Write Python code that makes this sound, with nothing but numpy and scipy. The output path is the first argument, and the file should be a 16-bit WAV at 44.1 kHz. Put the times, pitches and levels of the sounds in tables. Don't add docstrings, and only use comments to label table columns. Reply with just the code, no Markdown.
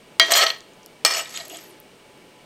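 import sys
import numpy as np
from scipy import signal
from scipy.fft import rfft, irfft
from scipy.io import wavfile

SR = 44100
rng = np.random.default_rng(int(sys.argv[2]) if len(sys.argv) > 2 else 0)


def ratio_of_db(decibels):
    return 10 ** (np.asarray(decibels, float) / 20)


def store_wav(level_fs):
    pcm = np.round(np.clip(np.atleast_2d(level_fs), -1, 1) * 32767)
    wavfile.write(sys.argv[1], SR, pcm.T.astype(np.int16))


N = 108045

MODE_HZ = [664, 1300, 1621, 1852, 1895, 2197, 2378, 2810, 2915, 3216, 3400, 3650, 3994, 4197, 4400, 4720,
           4926, 5249, 5500, 5870, 6240, 6850, 7245, 8060, 9290, 11870, 12300]
# (relative level struck at the rim [dB], on the bottom [dB], reference t60 [s])
MODES = [(-15, -14, 0.39), (-14, 0.5, 0.055), (-15.5, -27, 0.19), (-27.5, -43, 0.066), (-12.5, -3, 0.25),
         (-5.5, -24, 0.2), (-21, -4, 0.15), (-38, -62, 0.12), (-23, -3.5, 0.21), (6, -19.5, 0.096),
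         (-2.5, -25, 0.057), (-11, -32.5, 0.12), (-2, -30, 0.077), (-6, -11.5, 0.1), (-21, 6, 0.075),
         (-4, -65.5, 0.13), (-30, -34.5, 0.103), (-31.5, 9, 0.0522), (-17.5, -10, 0.0498), (-9, -6, 0.074),
         (-19.5, -10, 0.32), (-41.5, -14, 0.106), (-46, -15, 0.039), (-30, -1.5, .12), (-34.5, -10, 0.081),
         (-26, -24, 0.046), (-52.5, -12, 0.034)]
# (time [s], level [dB], place [0 rim - 1 bottom], share of reference t60 [ratio],
#         crack over ringing [dB], top of push and crack [Hz])
BLOW_EVENTS = [(0.1974, 0.5, 0.025, 1.45, 7.5, 5100), (0.3195, 2.5, 0.19, 0.21, -8, 9100),
               (1.0495, -2.5, 0.98, 0.49, 4, 7750)]
BLOW_GAIN_DB, CHATTER_S = -13, 0.00279
FREE_S, GRIP_DB_PER_S = 0.028, 190
RING_WOBBLE_DB = 3.0
CRACK_LOW_HZ, CRACK_T60_S = 1496, 0.012
BODY_DB, BODY_T60_S = -27, 0.033
THUMP_DB, THUMP_HZ = -34.5, 100

# (time [s], peak level [dB],
# first pitch woken [Hz], second pitch [Hz], contact [s])
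TOUCH_EVENTS = [(0.3205, -6, 8100, 11260, 0.0018), (0.335, -3, 4200, 5130, 0.0085),
                (.41, -9.5, 3400, 4300, 0.02), (0.4272, -6.5, 3080, 4400, 0.0093),
                (0.464, -6, 3260, 4200, 0.0081), (0.49, -18, 3230, 4240, 0.0044),
                (0.5016, -8, 3270, 4320, 0.0041), (1.137, -14.5, 7050, 5400, 0.0034),
                (1.148, -13.5, 2900, 6930, 0.0041), (1.16, -33, 6960, 1900, 0.0019),
                (1.19, -20.5, 1280, 2900, 0.022), (1.203, -25, 1760, 2900, 0.0084),
                (1.255, -29.5, 2480, 3550, 0.0068), (1.34, -27.5, 3360, 3770, 0.05),
                (1.36, -20, 3930, 7030, 0.015), (1.374, -18, 4100, 4680, 0.001),
                (1.399, -25.5, 2050, 4200, 0.015), (1.498, -32.5, 2950, 3220, 0.014),
                (1.512, -35.5, 3270, 3030, 0.014), (1.535, -33.5, 3230, 3120, 0.052)]
TOUCH_T60_SHARE, TOUCH_SPREAD_OCTAVES = 0.23, 0.08

# (time [s], level [dB], treble over level [dB], place [0 rim - 1 bottom],
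#                          scoop ringing over treble [dB])
SLIDE_CURVES = [
    [(0.21, -16.5, -20, 0.29, -30), (0.268, -32.5, -4.5, 0.32, -14), (0.303, -24.5, -12, 0.43, -15)],
    [(0.303, -18, -10.5, 0.6, -7), (0.3175, -18, 0, 0.35, -1)],
    [(0.322, -18.5, -2.5, 0.14, -4), (0.44, -17.5, -9, 0.54, -10.5), (0.455, -27, -17.5, 0.63, -7.5)],
    [(0.458, -23, -14, 0.53, 1), (0.466, -18.5, -21, 0.41, 0.5), (0.505, -29, -19.5, 0.53, 1.5),
     (0.62, -56, -18, 0.45, -10.5)],
    [(1.056, -9, 1.5, 0.62, -15.5), (1.066, -18.5, -6.5, 1, -14), (1.205, -27.5, -5, 0.74, -3),
     (1.235, -40.5, -5.5, 1, -5.5), (1.29, -38.5, -5.5, 0.68, -3.5)],
    [(1.29, -40, 3.5, 0.88, -6.5), (1.38, -34, -5.5, 0.35, -2), (1.496, -48.5, 1.5, 0.53, -8.5)],
    [(1.496, -46, 9, 0.41, 10), (1.502, -42, 1, 0.48, -5.5), (1.572, -41.5, 1.5, 0.4, -7),
     (1.59, -44, -0.5, 0.55, -12), (1.79, -55.5, -6, 0.5, -16)],
]
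# (frequency [Hz], relative density [dB per Hz])
RASP_SPECTRUM = [(240, -34), (400, -10.5), (664, -13.5), (1520, -8), (1860, -3), (5350, -12), (10700, -22),
                 (12100, -32), (15700, -48)]
RASP_DB, RUNG_DB, SPLIT_HZ = -8.5, -4.5, 5020
PRESS_T60_SHARE = 0.68
FIRM_DB, RUNG_FOLLOWS = -18, 0.4
GRIT_PER_S, GRIT_SPREAD_DB, GRIT_CAP = 6000, 3.2, 4.0
FLUTTER_DB, FLUTTER_HZ, SLIP_DB, SLIP_HZ = 1.8, 90, 1.2, 25

# (frequency [Hz], width [Hz], relative level [dB])
SCOOP_RESONANCES = [(6950, 350, -3), (8050, 280, -2), (11900, 300, -5), (12800, 500, -16),
                    (15200, 900, -19)]
# (time [s], pitch share [ratio])
SCOOP_LOAD = [(1.05, 1), (1.2, .99), (1.3, .965), (1.46, .95), (1.56, .975)]
SCOOP_PATCHY_DB, SCOOP_SLIP_DB = 3.5, 2.5

# (time [s], level [dB])
BELLY_CURVES = [
    [(0.29, -31), (0.32, -30), (0.442, -27.5), (0.5, -44.5), (0.53, -80)],
    [(1.07, -35), (1.104, -41), (1.212, -35.5), (1.27, -66)],
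    [(1.37, -48.5), (1.4, -43.5), (1.49, -57), (1.53, -41), (1.58, -52)],
]
BELLY_T60_S, BELLY_FLICKER_DB = 0.05, 2.5
# (time [s], level [dB])
RUMBLE_CURVES = [
    [(.2, -46), (.31, -42)],
    [(1.49, -51.5), (1.77, -56)],
]
RUMBLE_HZ = 353
PAN_LOW_CUT_HZ = 427

# (time [s], peak level [dB],
# centre [Hz], width [octaves])
TICK_EVENTS = [(0.369, -4, 3920, 1.4), (0.552, -48, 14530, 0.18), (.571, -43, 13660, 0.57),
               (.585, -42, 10490, 1.1), (0.6062, -28.5, 5200, 1.5), (.735, -43.5, 5800, 0.68),
               (0.832, -38, 5900, .5), (.861, -28, 7700, 1.3), (1.482, -25, 12330, 1.06),
               (1.372, -32.5, 12020, .5), (1.375, -17, 6000, 1.7), (1.521, -41, 13600, 0.13),
               (1.571, -24.5, 8700, 0.56), (1.8012, -28, 12660, 0.6)]
TICK_T60_S = 0.0021
# (time [s], pitch [Hz], level [dB])
SQUEAK_CURVES = [
    [(1.5, 10600, -70), (1.512, 11200, -55), (1.535, 12300, -59), (1.585, 13000, -63), (1.62, 12400, -58),
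     (1.64, 11650, -52), (1.66, 11000, -66), (1.7, 9900, -62), (1.745, 8500, -69)],
    [(1.62, 15800, -64), (1.65, 14500, -66), (1.67, 13100, -59), (1.7, 11900, -56), (1.718, 11400, -70)],
]
SQUEAK_WAVER, SQUEAK_FLICKER_DB = 0.006, 4.5

ROOM_DB, ROOM_T60_S, WALL_CUT_HZ = -16, 0.36, 3500
# (frequency [Hz], relative density [dB per Hz])
HISS_SPECTRUM = [(8.8, -51.5), (15, -10), (59, -13.5), (74, -14.5), (145, -2), (337, -2), (368, 0.5),
                 (603, -3.5), (1020, -13), (1180, -11.5), (2900, -15.5), (3880, -16), (15700, -32.5)]
HISS_DB = -51
# (frequency [Hz], width [Hz], level [dB])
HUM_BANDS = [(860, 3.3, -63.5), (997.6, 7.6, -66), (2270, 73.3, -64.5), (2900, 300, -61.5),
             (8500, 400, -69)]
CLIP_TOP = 1.0


def rms_one(x):
    return x / np.sqrt(np.mean(x ** 2) + 1e-20)


def in_time(rows):
    s, *columns = np.transpose(rows)
    t = np.arange(N) / SR
    edge = np.clip(np.minimum(t - s[0], s[-1] - t) / 0.003, 0, 1)
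    return edge, [np.interp(t, s, c) for c in columns]


def level_of(curves):
    return sum(edge * ratio_of_db(db) for edge, (db,) in map(in_time, curves))


def colour(x, points):
    hz = np.maximum(np.arange(N // 2 + 1) * SR / N, 1)
    point_hz, point_db = np.transpose(points)
    gain = ratio_of_db(np.interp(np.log(hz), np.log(point_hz), point_db))
    return rms_one(irfft(rfft(x) * gain, N))


def drift(rate_hz):
    r = np.exp(-2 * np.pi * rate_hz / SR)
    noise = rng.standard_normal(N + SR)
    return rms_one(signal.lfilter([1], [1, -2 * r, r * r], noise)[SR:])


def ring(x, hz, t60):
    r, w = ratio_of_db(-60 / (max(t60, 0.002) * SR)), 2 * np.pi * hz / SR
    return signal.lfilter([0, np.sin(w)], [1, -2 * r * np.cos(w), r * r], x + 1e-18)


def band(x, low_hz, high_hz):
    edges = [low_hz, min(high_hz, 0.45 * SR)]
    return signal.sosfilt(signal.butter(2, edges, "band", fs=SR, output="sos"), x)


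def add_at(out, s, x):
    start = int(s * SR)
    out[start:start + len(x)] += x


def blows():
    out, t = np.zeros(N + SR), np.arange(SR // 2) / SR
    rim_db, bottom_db, t60 = np.transpose(MODES)
    onset = np.minimum(t / 0.03, 1)
    grip = ratio_of_db(-GRIP_DB_PER_S * np.maximum(t - FREE_S, 0))
    crack_fade = ratio_of_db(-60 * t / CRACK_T60_S) + ratio_of_db(BODY_DB - 60 * t / BODY_T60_S)
    for s, db, place, share, crack_db, top_hz in BLOW_EVENTS:
        noise = rng.standard_normal(len(t))
        push = 0.1 * noise * np.exp(-t / CHATTER_S)
        push[0] = 0.7
        push = signal.lfilter([1], [1, -np.exp(-2 * np.pi * top_hz / SR)], push)
        push /= np.sqrt(np.sum(push ** 2))
        gains = ratio_of_db(BLOW_GAIN_DB + rim_db + np.clip(place, 0, 1) * (bottom_db - rim_db))
        wobble = RING_WOBBLE_DB * drift(11)
        starts = rng.integers(0, N - len(t), len(MODES))
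        rings = np.zeros(len(t))
        for gain, hz, decay, k in zip(gains, MODE_HZ, t60, starts):
            rings += gain * ratio_of_db(onset * wobble[k:k + len(t)]) * ring(push, hz, decay * share)
        crack = band(noise[::-1] * crack_fade, CRACK_LOW_HZ, top_hz)
        add_at(out, s, ratio_of_db(db) * (rings * grip + ratio_of_db(crack_db) * crack))
    return out[:N]


def thumps():
    clicks = np.zeros(N)
    clicks[[int(row[0] * SR) for row in BLOW_EVENTS]] = ratio_of_db(THUMP_DB)
    return signal.lfilter([1], [1, -np.exp(-2 * np.pi * THUMP_HZ / SR)], clicks + 1e-18)


def touches():
    out, t = np.zeros(N), np.arange(SR // 8) / SR
    for s, db, one_hz, other_hz, contact in TOUCH_EVENTS:
        push = rng.standard_normal(len(t)) * t * np.exp(-4 * t / max(contact, 0.0005))
        gains = np.zeros(len(MODE_HZ))
        for centre_hz in (one_hz, other_hz):
            octaves_away = np.log2(np.array(MODE_HZ) / centre_hz)
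            gains += 1 / (1 + (octaves_away / TOUCH_SPREAD_OCTAVES) ** 4)
        rings = sum(gain * ring(push, hz, t60 * TOUCH_T60_SHARE)
                    for gain, hz, (_, _, t60) in zip(gains, MODE_HZ, MODES))
        rings = band(rings, min(one_hz, other_hz) / 2, max(one_hz, other_hz) * 1.4)
        add_at(out, s, ratio_of_db(db) * rings / abs(rings).max())
    return out


def slides():
    sizes = ratio_of_db(GRIT_SPREAD_DB * np.minimum(rng.exponential(1, N), GRIT_CAP)) * rng.choice([-1, 1], N)
    grains = sizes * (rng.random(N) < GRIT_PER_S / SR)
    flutter = ratio_of_db(FLUTTER_DB * drift(FLUTTER_HZ) + SLIP_DB * drift(SLIP_HZ))
    grit = rms_one(grains + 0.45 * rng.standard_normal(N)) * flutter

    low, high, place, rub = np.zeros((4, N))
    for rows in SLIDE_CURVES:
        edge, (db, treble_db, where, scoop_db) = in_time(rows)
        low += edge * ratio_of_db(db)
        high += edge * ratio_of_db(db + treble_db)
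        rub += edge * ratio_of_db(db + treble_db + scoop_db)
        place = np.where(edge > 0, np.clip(where, 0, 1), place)

    rasp = colour(grit, RASP_SPECTRUM)
    dull = signal.sosfilt(signal.butter(4, SPLIT_HZ, fs=SR, output="sos"), rasp)
    bright = signal.sosfilt(signal.butter(4, SPLIT_HZ, "high", fs=SR, output="sos"), rasp)
    out = ratio_of_db(RASP_DB) * (low * rms_one(dull) + high * rms_one(bright))
    out += rub * flutter * ratio_of_db(SCOOP_SLIP_DB * drift(2 * SLIP_HZ)) * scoop()

    gains = [ratio_of_db(rim + place * (bottom - rim)) for rim, bottom, _ in MODES]
    total = np.sqrt(sum(gain ** 2 for gain in gains))
    drive = grit * low * (low / ratio_of_db(FIRM_DB)) ** RUNG_FOLLOWS
    for hz, gain, (_, _, t60) in zip(MODE_HZ, gains, MODES):
        t60 = max(t60 * PRESS_T60_SHARE, 0.002)
        out += ratio_of_db(RUNG_DB) * ring(drive * gain / total, hz, t60) / np.sqrt(t60 * SR / 28)
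    return out


def scoop():
    _, (share,) = in_time(SCOOP_LOAD)
    out = np.zeros(N)
    for hz, width_hz, db in SCOOP_RESONANCES:
        r = np.exp(-np.pi * width_hz / SR)
        a, b = signal.lfilter([1], [1, -2 * r, r * r], rng.standard_normal((2, N)))
        phase = 2 * np.pi * hz * np.cumsum(share) / SR
        noise_band = rms_one(a * np.cos(phase) + b * np.sin(phase))
        out += ratio_of_db(db + SCOOP_PATCHY_DB * drift(40)) * noise_band
    return rms_one(out)


def belly():
    hum = rms_one(ring(rng.standard_normal(N), MODE_HZ[0], BELLY_T60_S))
    return level_of(BELLY_CURVES) * ratio_of_db(BELLY_FLICKER_DB * drift(28)) * hum


def rumble():
    noise = band(rng.standard_normal(N), RUMBLE_HZ / 2 ** 0.25, RUMBLE_HZ * 2 ** 0.25)
    return level_of(RUMBLE_CURVES) * rms_one(noise)


def ticks():
    out, t = np.zeros(N), np.arange(SR // 50) / SR
    for s, db, hz, octaves in TICK_EVENTS:
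        edges = hz * 2 ** (-octaves / 2), hz * 2 ** (octaves / 2)
        burst = rng.standard_normal(len(t)) * ratio_of_db(-60 * t / TICK_T60_S)
        burst = band(band(burst, *edges), *edges)
        add_at(out, s, ratio_of_db(db) * burst / abs(burst).max())
    return out


def squeaks():
    out = np.zeros(N)
    for rows in SQUEAK_CURVES:
        edge, (hz, db) = in_time(rows)
        phase = 2 * np.pi * np.cumsum(hz * (1 + SQUEAK_WAVER * drift(80))) / SR
        level = edge * ratio_of_db(db + SQUEAK_FLICKER_DB * drift(61))
        out += np.sqrt(2) * level * np.sin(phase)
    return out


def kitchen(x):
    t = np.arange(SR) / SR
    walls, bright = rng.standard_normal((2, SR))
    dull = signal.sosfilt(signal.butter(1, WALL_CUT_HZ, fs=SR, output="sos"), walls)
    tail = dull * ratio_of_db(-60 * t / ROOM_T60_S) + 0.5 * bright * ratio_of_db(-60 * t / (0.6 * ROOM_T60_S))
    tail *= t > 0.004
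    return signal.fftconvolve(x, tail / np.sqrt(np.sum(tail ** 2)))[:N]


def room_tone():
    hum = np.zeros(N)
    for hz, width_hz, db in HUM_BANDS:
        t60 = np.log(1000) / (np.pi * width_hz)
        hum += ratio_of_db(db) * rms_one(ring(rng.standard_normal(N), hz, t60))
    hiss = colour(rng.standard_normal(N), HISS_SPECTRUM)
    return ratio_of_db(HISS_DB + 0.2 * drift(9.4)) * hiss + hum


def scene():
    low_cut = signal.butter(3, PAN_LOW_CUT_HZ, "high", fs=SR, output="sos")
    pan = signal.sosfilt(low_cut, blows() + touches() + slides() + belly())
    pan = pan + ticks() + squeaks() + rumble()
    mix = pan + thumps() + ratio_of_db(ROOM_DB) * kitchen(pan) + room_tone()
    return mix[None]


def top_cut(x):
    return signal.sosfilt(signal.butter(12, 15830, fs=SR, output="sos"), x)


def record(dry):
    mix = np.clip(dry, -CLIP_TOP, CLIP_TOP)
    return top_cut(mix)


dry = scene()
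out = record(dry)
store_wav(out)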